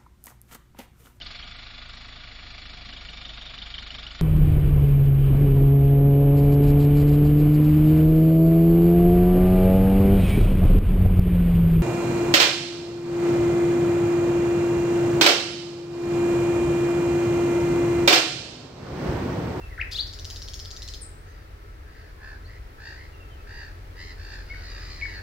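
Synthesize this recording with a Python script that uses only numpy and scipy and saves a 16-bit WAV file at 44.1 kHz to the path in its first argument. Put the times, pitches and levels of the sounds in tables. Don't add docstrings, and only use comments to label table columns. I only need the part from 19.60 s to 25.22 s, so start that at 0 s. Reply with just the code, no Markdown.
import sys
import numpy as np
from scipy import signal
from scipy.fft import rfft, irfft
from scipy.io import wavfile
from scipy.ndimage import map_coordinates

SR = 44100
rng = np.random.default_rng(int(sys.argv[2]) if len(sys.argv) > 2 else 0)


def unload_wav(signal):
    wavfile.write(
        sys.argv[1],
        SR,
        np.round(np.clip(np.atleast_2d(signal).T, -1, 1) * 32767).astype(np.int16),
    )


N = 247842

# start in seconds, length in seconds, first, middle and last pitch in Hz,
# peak level in dB before left-right placing, place of the peak within the slur (0-1).
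WHISTLES = [(0.177, 0.014, 2270, 1500, 1420, -35.5, 0.2), (0.188, 0.019, 1314, 1794, 2280, -28.5, 0.97),
            (0.2122, 0.0063, 2950, 2510, 2400, -19.5, 0.6), (0.22, .011, 2380, 1992, 1570, -28, 0.4),
            (0.316, .022, 4730, 4950, 5500, -37.5, 0.5), (0.317, 0.021, 3230, 4200, 4700, -33.5, 0.96),
            (.338, 0.032, 3190, 3600, 4540, -28.5, 0.98), (0.368, 0.02, 2750, 2970, 3380, -37, 1),
            (.384, .021, 3120, 3930, 4470, -22.5, 0.54), (.402, 0.012, 4350, 4520, 4720, -21.5, 0.54),
            (1.409, 0.0074, 9800, 9100, 8900, -48, 1), (1.414, 0.016, 8700, 8770, 8300, -40, 0.4),
            (1.426, 0.013, 8470, 7800, 7240, -41, 0.3), (4.897, 0.033, 2204, 2179, 2240, -35, 0.7),
            (4.936, 0.013, 2150, 1865, 1720, -39.5, 0.2), (4.942, 0.026, 2184, 2190, 2230, -44.5, 0.8),
            (5.413, 0.0054, 2460, 2320, 2390, -31.5, 0), (5.419, 0.024, 2220, 2210, 2250, -27, 0.27),
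            (5.436, 0.048, 2190, 2229, 2130, -33.5, 0.3), (5.453, 0.008, 2100, 1807, 1620, -33.5, 0.6)]
SLUR_POWER = 0.65
# start in seconds, gap to the second click in seconds,
# relative level of the first click in dB, relative level of the second click in dB.
RATTLE = [(.469, .007, -34, -40), (.5276, 0.0066, -36, -31.5), (.588, 0.0077, -32.5, -31.5),
          (.6457, 0.0056, -30, -28.5), (.701, 0.0071, -28.5, -29), (0.76, .0075, -29, -32.5),
          (0.8187, 0.006, -30, -31.5), (0.8772, .0072, -34.5, -28.5), (.935, .0057, -31.5, -27),
          (.992, .006, -32, -29), (1.049, .0068, -32.5, -31), (1.1055, 0.0065, -32, -29),
          (1.164, .0063, -31.5, -33), (1.2201, 0.0078, -28.5, -30.5), (1.2775, 0.0085, -29.5, -28.5),
          (1.337, 0.0078, -28.5, -30)]
SNAP_S = 0.0005
# start in seconds, level in dB before placing.
RASPS = [(0.311, -41.5), (0.361, -46)]
RASP_ATTACK_S, RASP_HOLD_S, RASP_FADE_DB_PER_S = 0.003, 0.019, 600
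# centre in Hz, width in Hz, relative level in dB.
BEAK = [(3430, 1740, 4.5), (3900, 850, 11), (5000, 1430, 3.5), (6950, 1200, -3.5)]
WHISTLE_LEFT_DB, CLICK_LEFT_DB, ECHO_LEFT_DB = 5.3, 3.5, 3
# frequency in Hz, relative level in dB.
FOLIAGE = [(1500, 16), (2500, 4), (3400, -0.5), (4600, 3), (5250, 12), (6000, 3), (7500, 5.5), (12000, 7)]

# start in seconds, length in seconds, base pitch in Hz, glide as a share of the pitch,
# average throbs per second, level in dB before the whole cry is rounded off, brightness of the upper harmonics in dB.
GULLS = [(1.155, 0.19, 1025, 0.056, 62, -58.5, -12), (1.629, 0.23, 973, -0.065, 65, -60, 4.5),
         (2.248, 0.2, 992, 0.18, 130, -56.5, 0), (2.331, .19, 906, -0.046, 64, -54.5, 6),
         (2.587, 0.2, 897, -.03, 66, -45.5, 0.5), (2.87, .12, 1052, .03, 106, -51, -4),
         (3.184, .21, 928, 0.022, 54, -43.5, 5.5), (3.342, 0.15, 1066, .1, 67, -48.5, -2),
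         (3.855, .265, 945, -.04, 64, -43.5, 3.5), (4.355, .185, 1057, .05, 83, -43, 4),
         (4.562, .29, 914, -.06, 58, -44.5, 9.5), (4.841, 0.24, 762.6, .04, 87, -51, 15.5),
         (4.981, 0.27, 969, -0.17, 64, -46, 11.5), (5.025, 0.49, 1230, -0.11, 73, -51.5, 4.5),
         (5.145, 0.39, 1034, 0.031, 69, -48.5, 11), (5.365, 0.25, 1004, -.15, 92, -41.5, 3.5)]
# frequency in Hz, relative level in dB.
GULL_THROAT = [(700, 3.5), (1050, -17.5), (1500, 15.5), (1800, 8.5), (2200, -1), (2700, -5.5),
               (3300, -17.5), (4000, -10.5), (4750, -3), (5500, -17), (6500, -21), (7200, -19.5),
               (8500, -47)]
THROB_DB, THROB_SWING = 8.5, 0.09
CRY_SAG = 0.115
CRY_POWER = 0.7
# start in seconds, length in seconds, first and last pitch in Hz,
# relative peak level in dB.
PIPES = [(.01, 0.059, 2723, 2597, -42.5), (.099, 0.051, 2250, 1700, -44), (1.657, 0.068, 5960, 6500, -63),
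         (1.92, .43, 8230, 8130, -78), (2.842, 0.031, 3890, 4930, -50.5), (3.519, .053, 2950, 2570, -52.5),
         (3.594, 0.048, 2820, 2604, -47.5), (3.694, 0.065, 3240, 2900, -54.5),
         (3.76, 0.065, 2700, 2510, -57), (5.032, .04, 4380, 4280, -42.5), (5.302, 0.028, 4380, 4324, -40.5),
         (5.532, 0.037, 4367, 4364, -39.5)]
CHUCKLE_START_S, CHUCKLE_PER_S, CHUCKLE_PIP_S, CHUCKLE_HZ, CHUCKLE_DB = 2.575, 29.5, 0.011, 1040, -47
FAR_EARLY_DB, FAR_EARLY_S = 12, 0.018

# frequency in Hz, relative level in dB per Hz.
AIR = [(20, -7), (32, -3), (45, -4), (72, -2), (105, -10), (175, -25), (260, -24), (390, -21), (600, -25),
       (1000, -28), (1900, -28), (3200, -38), (4700, -39), (8000, -49), (16000, -48)]
# frequency in Hz, likeness (0-1).
LIKENESS = [(30, .98), (100, .95), (200, .87), (400, .82), (600, .6), (900, .45), (1300, .5), (1900, .2),
            (4000, .1), (12000, 0)]
# time in seconds, level in dB before AIR_DB is added.
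TRAFFIC = [(0.1, -57.5), (2.16, -61.5), (5.5, -58)]
AIR_DB = 17
# time in seconds, level of the firing note in dB, level of its octave in dB,
# both before the trims below.
ENGINE = [(0.0, -40.5, -47), (0.8, -37, -42.5), (1.6, -40, -46.0), (2.4, -42, -51), (3.4, -41, -50.5),
          (4.2, -41, -40), (4.9, -35, -44.5), (5.6, -37.7, -40.5)]
FIRING_HZ = 44.5
FIRING_DB, OCTAVE_DB = -2.5, -2.5
WAVER_DB, WAVER_PER_S = 1, 13
# centre in Hz, width in Hz of each of two filter passes,
# level in dB before placing.
HUMS = [(144.5, 7, -65), (319.1, 9.1, -67.5), (417.2, 28, -64.5), (1322, 39, -61)]
CUTOFF_HZ = 15900


def from_db(db):
    return 10 ** (np.asarray(db) / 20)


def rms_one(x):
    return x / np.sqrt(np.mean(x ** 2) + 1e-20)


def at_hz(points, hz):
    known, values = np.transpose(points)
    return np.interp(np.log(np.maximum(hz, 1)), np.log(known), values)


def in_time(rows):
    s, *columns = np.transpose(rows)
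    return [np.interp(np.arange(N) / SR, s, c) for c in columns]


def drift(rate, size):
    knots = rng.standard_normal(4096)
    return np.interp(np.arange(size) * rate / SR, np.arange(len(knots)), knots)


def add(out, start_s, sound):
    i = max(round(start_s * SR), 0)
    out[i:i + len(sound)] += sound[:max(N - i, 0)]


def resonate(x, hz, width_hz):
    r = np.exp(-np.pi * width_hz / SR)
    edge = (1 - r * r) / 2
    ring = [1, -2 * r * np.cos(2 * np.pi * hz / SR), r * r]
    return signal.lfilter([edge, 0, -edge], ring, x + 1e-18)


def turn(hz):
    return 2 * np.pi * np.cumsum(hz) / SR


def arc(first, middle, last, u):
    return np.polyval(np.polyfit([0, .5, 1], [first, middle, last], 2), u)


def whistles(overtone_db, waver):
    tone, octave = np.zeros(N), np.zeros(N)
    for s, length, first, middle, last, db, peak in WHISTLES:
        u = np.linspace(0, 1, round(length * SR))
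        hz = arc(first, middle, last, u) * (1 + waver * drift(1070, len(u)))
        phase = turn(hz)
        peak_at = np.clip(peak, .05, .95)
        swell = np.sin(np.interp(u, [0, peak_at, 1], [0, np.pi / 2, np.pi]))
        gain = from_db(db) * np.abs(swell) ** SLUR_POWER
        add(tone, s, gain * np.sin(phase))
        add(octave, s, gain * np.sin(2 * phase))
    return tone + from_db(overtone_db) * beak(octave, leak_db=-27)


def rattle(first_s, second_s, rise_s, level_db):
    out, t = np.zeros(N), np.arange(600) / SR
    for s, gap, first_db, second_db in RATTLE:
        for start, db, decay in ((s, first_db, first_s), (s + gap, second_db, second_s)):
            noise = rng.choice([-1., 1.], len(t))
            puff = noise * (1 - np.exp(-t / rise_s)) * np.exp(-t / decay)
            click = beak(puff, leak_db=-21)
            click = click / np.sqrt(np.sum(click ** 2) / (decay * SR))
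            add(out, start, from_db(db + level_db) * click)
    return out


def rasp():
    gain, t = np.zeros(N), np.arange(SR) / SR
    fading_s = np.maximum(t - RASP_ATTACK_S - RASP_HOLD_S, 0)
    puff = np.minimum(t / RASP_ATTACK_S, 1) * from_db(-RASP_FADE_DB_PER_S * fading_s)
    for s, db in RASPS:
        add(gain, s, from_db(db) * puff)
    return gain * rms_one(beak(rng.standard_normal(N), leak_db=-14.5))


def beak(x, leak_db):
    body = np.zeros(len(x))
    for k, (hz, width, db) in enumerate(BEAK):
        body = body + (-1) ** k * from_db(db) * resonate(x, hz, width)
    band = signal.butter(4, [2600, 7600], "band", fs=SR, output="sos")
    treble = signal.butter(2, 3000, "high", fs=SR, output="sos")
    return signal.sosfilt(band, body) + from_db(leak_db) * signal.sosfilt(treble, x)


def thicket(x, colour, t60, early_db, early_s, wet_db):
    t = np.arange(SR) / SR
    tail = from_db(-60 * t / t60)
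    cluster = from_db(early_db) * np.exp(-t / early_s)
    decay = (tail + cluster) * np.clip(t / 0.0026 - .5, 0, 1)
    echoes = rng.standard_normal((2, len(t))) * decay / np.sqrt(np.sum(decay ** 2))
    tint = from_db(at_hz(colour, np.fft.rfftfreq(len(t), 1 / SR)))
    echoes = irfft(rfft(echoes) * tint, len(t))
    return from_db(wet_db) * signal.fftconvolve(x[None], echoes, axes=1)[:, :N]


def place(x, left_db, lag_s):
    late = map_coordinates(x, [np.arange(N) - lag_s * SR], order=3)
    return np.array([late * from_db(left_db / 2), x * from_db(-left_db / 2)])


def gulls(jitter, uneven, lead):
    out = np.zeros(N)
    for s, length, pitch, glide, rate, db, bright_db in GULLS:
        size = round(length * SR)
        u = np.linspace(0, 1, size)
        arch = pitch * arc(1 - CRY_SAG - glide / 2, 0.97, 1 - CRY_SAG + glide / 2, u)
        beat = turn(rate * (1 + uneven * drift(33.5, size)))
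        swing = THROB_SWING * (np.sin(beat - lead) - .5)
        hz = arch * (1 + swing + jitter * drift(1200, size))
        phase = turn(hz)
        cry = np.zeros(size)
        for k in range(1, 10):
            harmonic_db = at_hz(GULL_THROAT, k * hz) + bright_db * np.clip((k - 2) / 2, 0, 1)
            cry = cry + from_db(harmonic_db) * np.sin(k * phase)
        throb_db = THROB_DB * np.sin(beat) + 2 * drift(rate, size)
        cry = rms_one(cry * from_db(throb_db))
        add(out, s, from_db(db) * cry * np.abs(np.sin(np.pi * u)) ** CRY_POWER)
    return out


def small_birds(waver):
    out = np.zeros(N)
    chuckle = []
    for k in range(5):
        start = CHUCKLE_START_S + k / CHUCKLE_PER_S
        chuckle.append((start, CHUCKLE_PIP_S, CHUCKLE_HZ, CHUCKLE_HZ, CHUCKLE_DB))
    for s, length, first, last, db in list(PIPES) + chuckle:
        u = np.linspace(0, 1, round(length * SR))
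        hz = (first + (last - first) * u) * (1 + waver * drift(122, len(u)))
        add(out, s, from_db(db) * np.sin(np.pi * u) * np.sin(turn(hz)))
    return out


def traffic(lag_s):
    hz = np.fft.rfftfreq(N, 1 / SR)
    colour = from_db(at_hz(AIR, hz)) * hz / np.hypot(hz, 15)
    mid, side = rfft(rng.standard_normal((2, N))) * colour
    alike = np.clip(at_hz(LIKENESS, hz), -1, 1)
    ears = np.sqrt(1 + alike) * mid + np.sqrt(1 - alike) * side * [[1], [-1]]
    lag = lag_s * hz / np.hypot(hz, 380)
    ears[0] *= np.exp(-2j * np.pi * hz * lag)
    swell_db, = in_time(TRAFFIC)
    return from_db(swell_db + AIR_DB) * rms_one(irfft(ears, N))


def engine(wander):
    first_db, second_db = in_time(ENGINE)
    phase = turn(FIRING_HZ * (1 + wander * drift(5.92, N)))
    out = np.zeros(N)
    for k, db in enumerate((first_db + FIRING_DB, second_db + OCTAVE_DB), 1):
        out = out + from_db(db + WAVER_DB * drift(WAVER_PER_S, N)) * np.sin(k * phase)
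    return out


def hums():
    out = np.zeros(N)
    for hz, width, db in HUMS:
        once = resonate(rng.standard_normal(N), hz, width)
        out = out + from_db(db) * rms_one(resonate(once, hz, width))
    return out


def scene():
    tones = whistles(overtone_db=-31.5, waver=0.0031) + rasp()
    clicks = rattle(first_s=0.0012, second_s=0.0012, rise_s=SNAP_S, level_db=-3)
    near = place(tones, left_db=WHISTLE_LEFT_DB, lag_s=0.00002)
    near = near + place(clicks, left_db=CLICK_LEFT_DB, lag_s=0.00003)

    tone_colour = [(1500, 8.5), (2500, 2.4), (4400, 3.8), (8800, 9.8)]
    leaves = thicket(tones, tone_colour, t60=0.52, early_db=-5, early_s=0.029, wet_db=-6.5)
    leaves = leaves + thicket(clicks, FOLIAGE, t60=0.44, early_db=-0.5, early_s=0.0057, wet_db=-3.0)
    leaves = leaves * from_db(ECHO_LEFT_DB * np.array([[.5], [-.5]]))

    cries = gulls(jitter=0.0143, uneven=0.0807, lead=0.66)
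    pipes = small_birds(waver=0.007)
    far = place(cries + from_db(-4.5) * pipes, left_db=0.0, lag_s=0.00006)
    far_colour = [(1000, -1), (1800, -3), (4500, 1), (8000, -1)]
    far = far + thicket(cries + pipes, far_colour, t60=0.75, early_db=FAR_EARLY_DB,
                        early_s=FAR_EARLY_S, wet_db=-0.5)

    rumble = traffic(lag_s=0.000513) + place(hums(), left_db=0.0, lag_s=0.00049)
    rumble = rumble + engine(wander=0.0192)
    return near + leaves + far + rumble * from_db([[.5], [-.5]])


def record(dry):
    steep = signal.ellip(10, .1, 70, CUTOFF_HZ, fs=SR, output="sos")
    return signal.sosfilt(steep, dry)


dry = scene()
out = record(dry)
unload_wav(out)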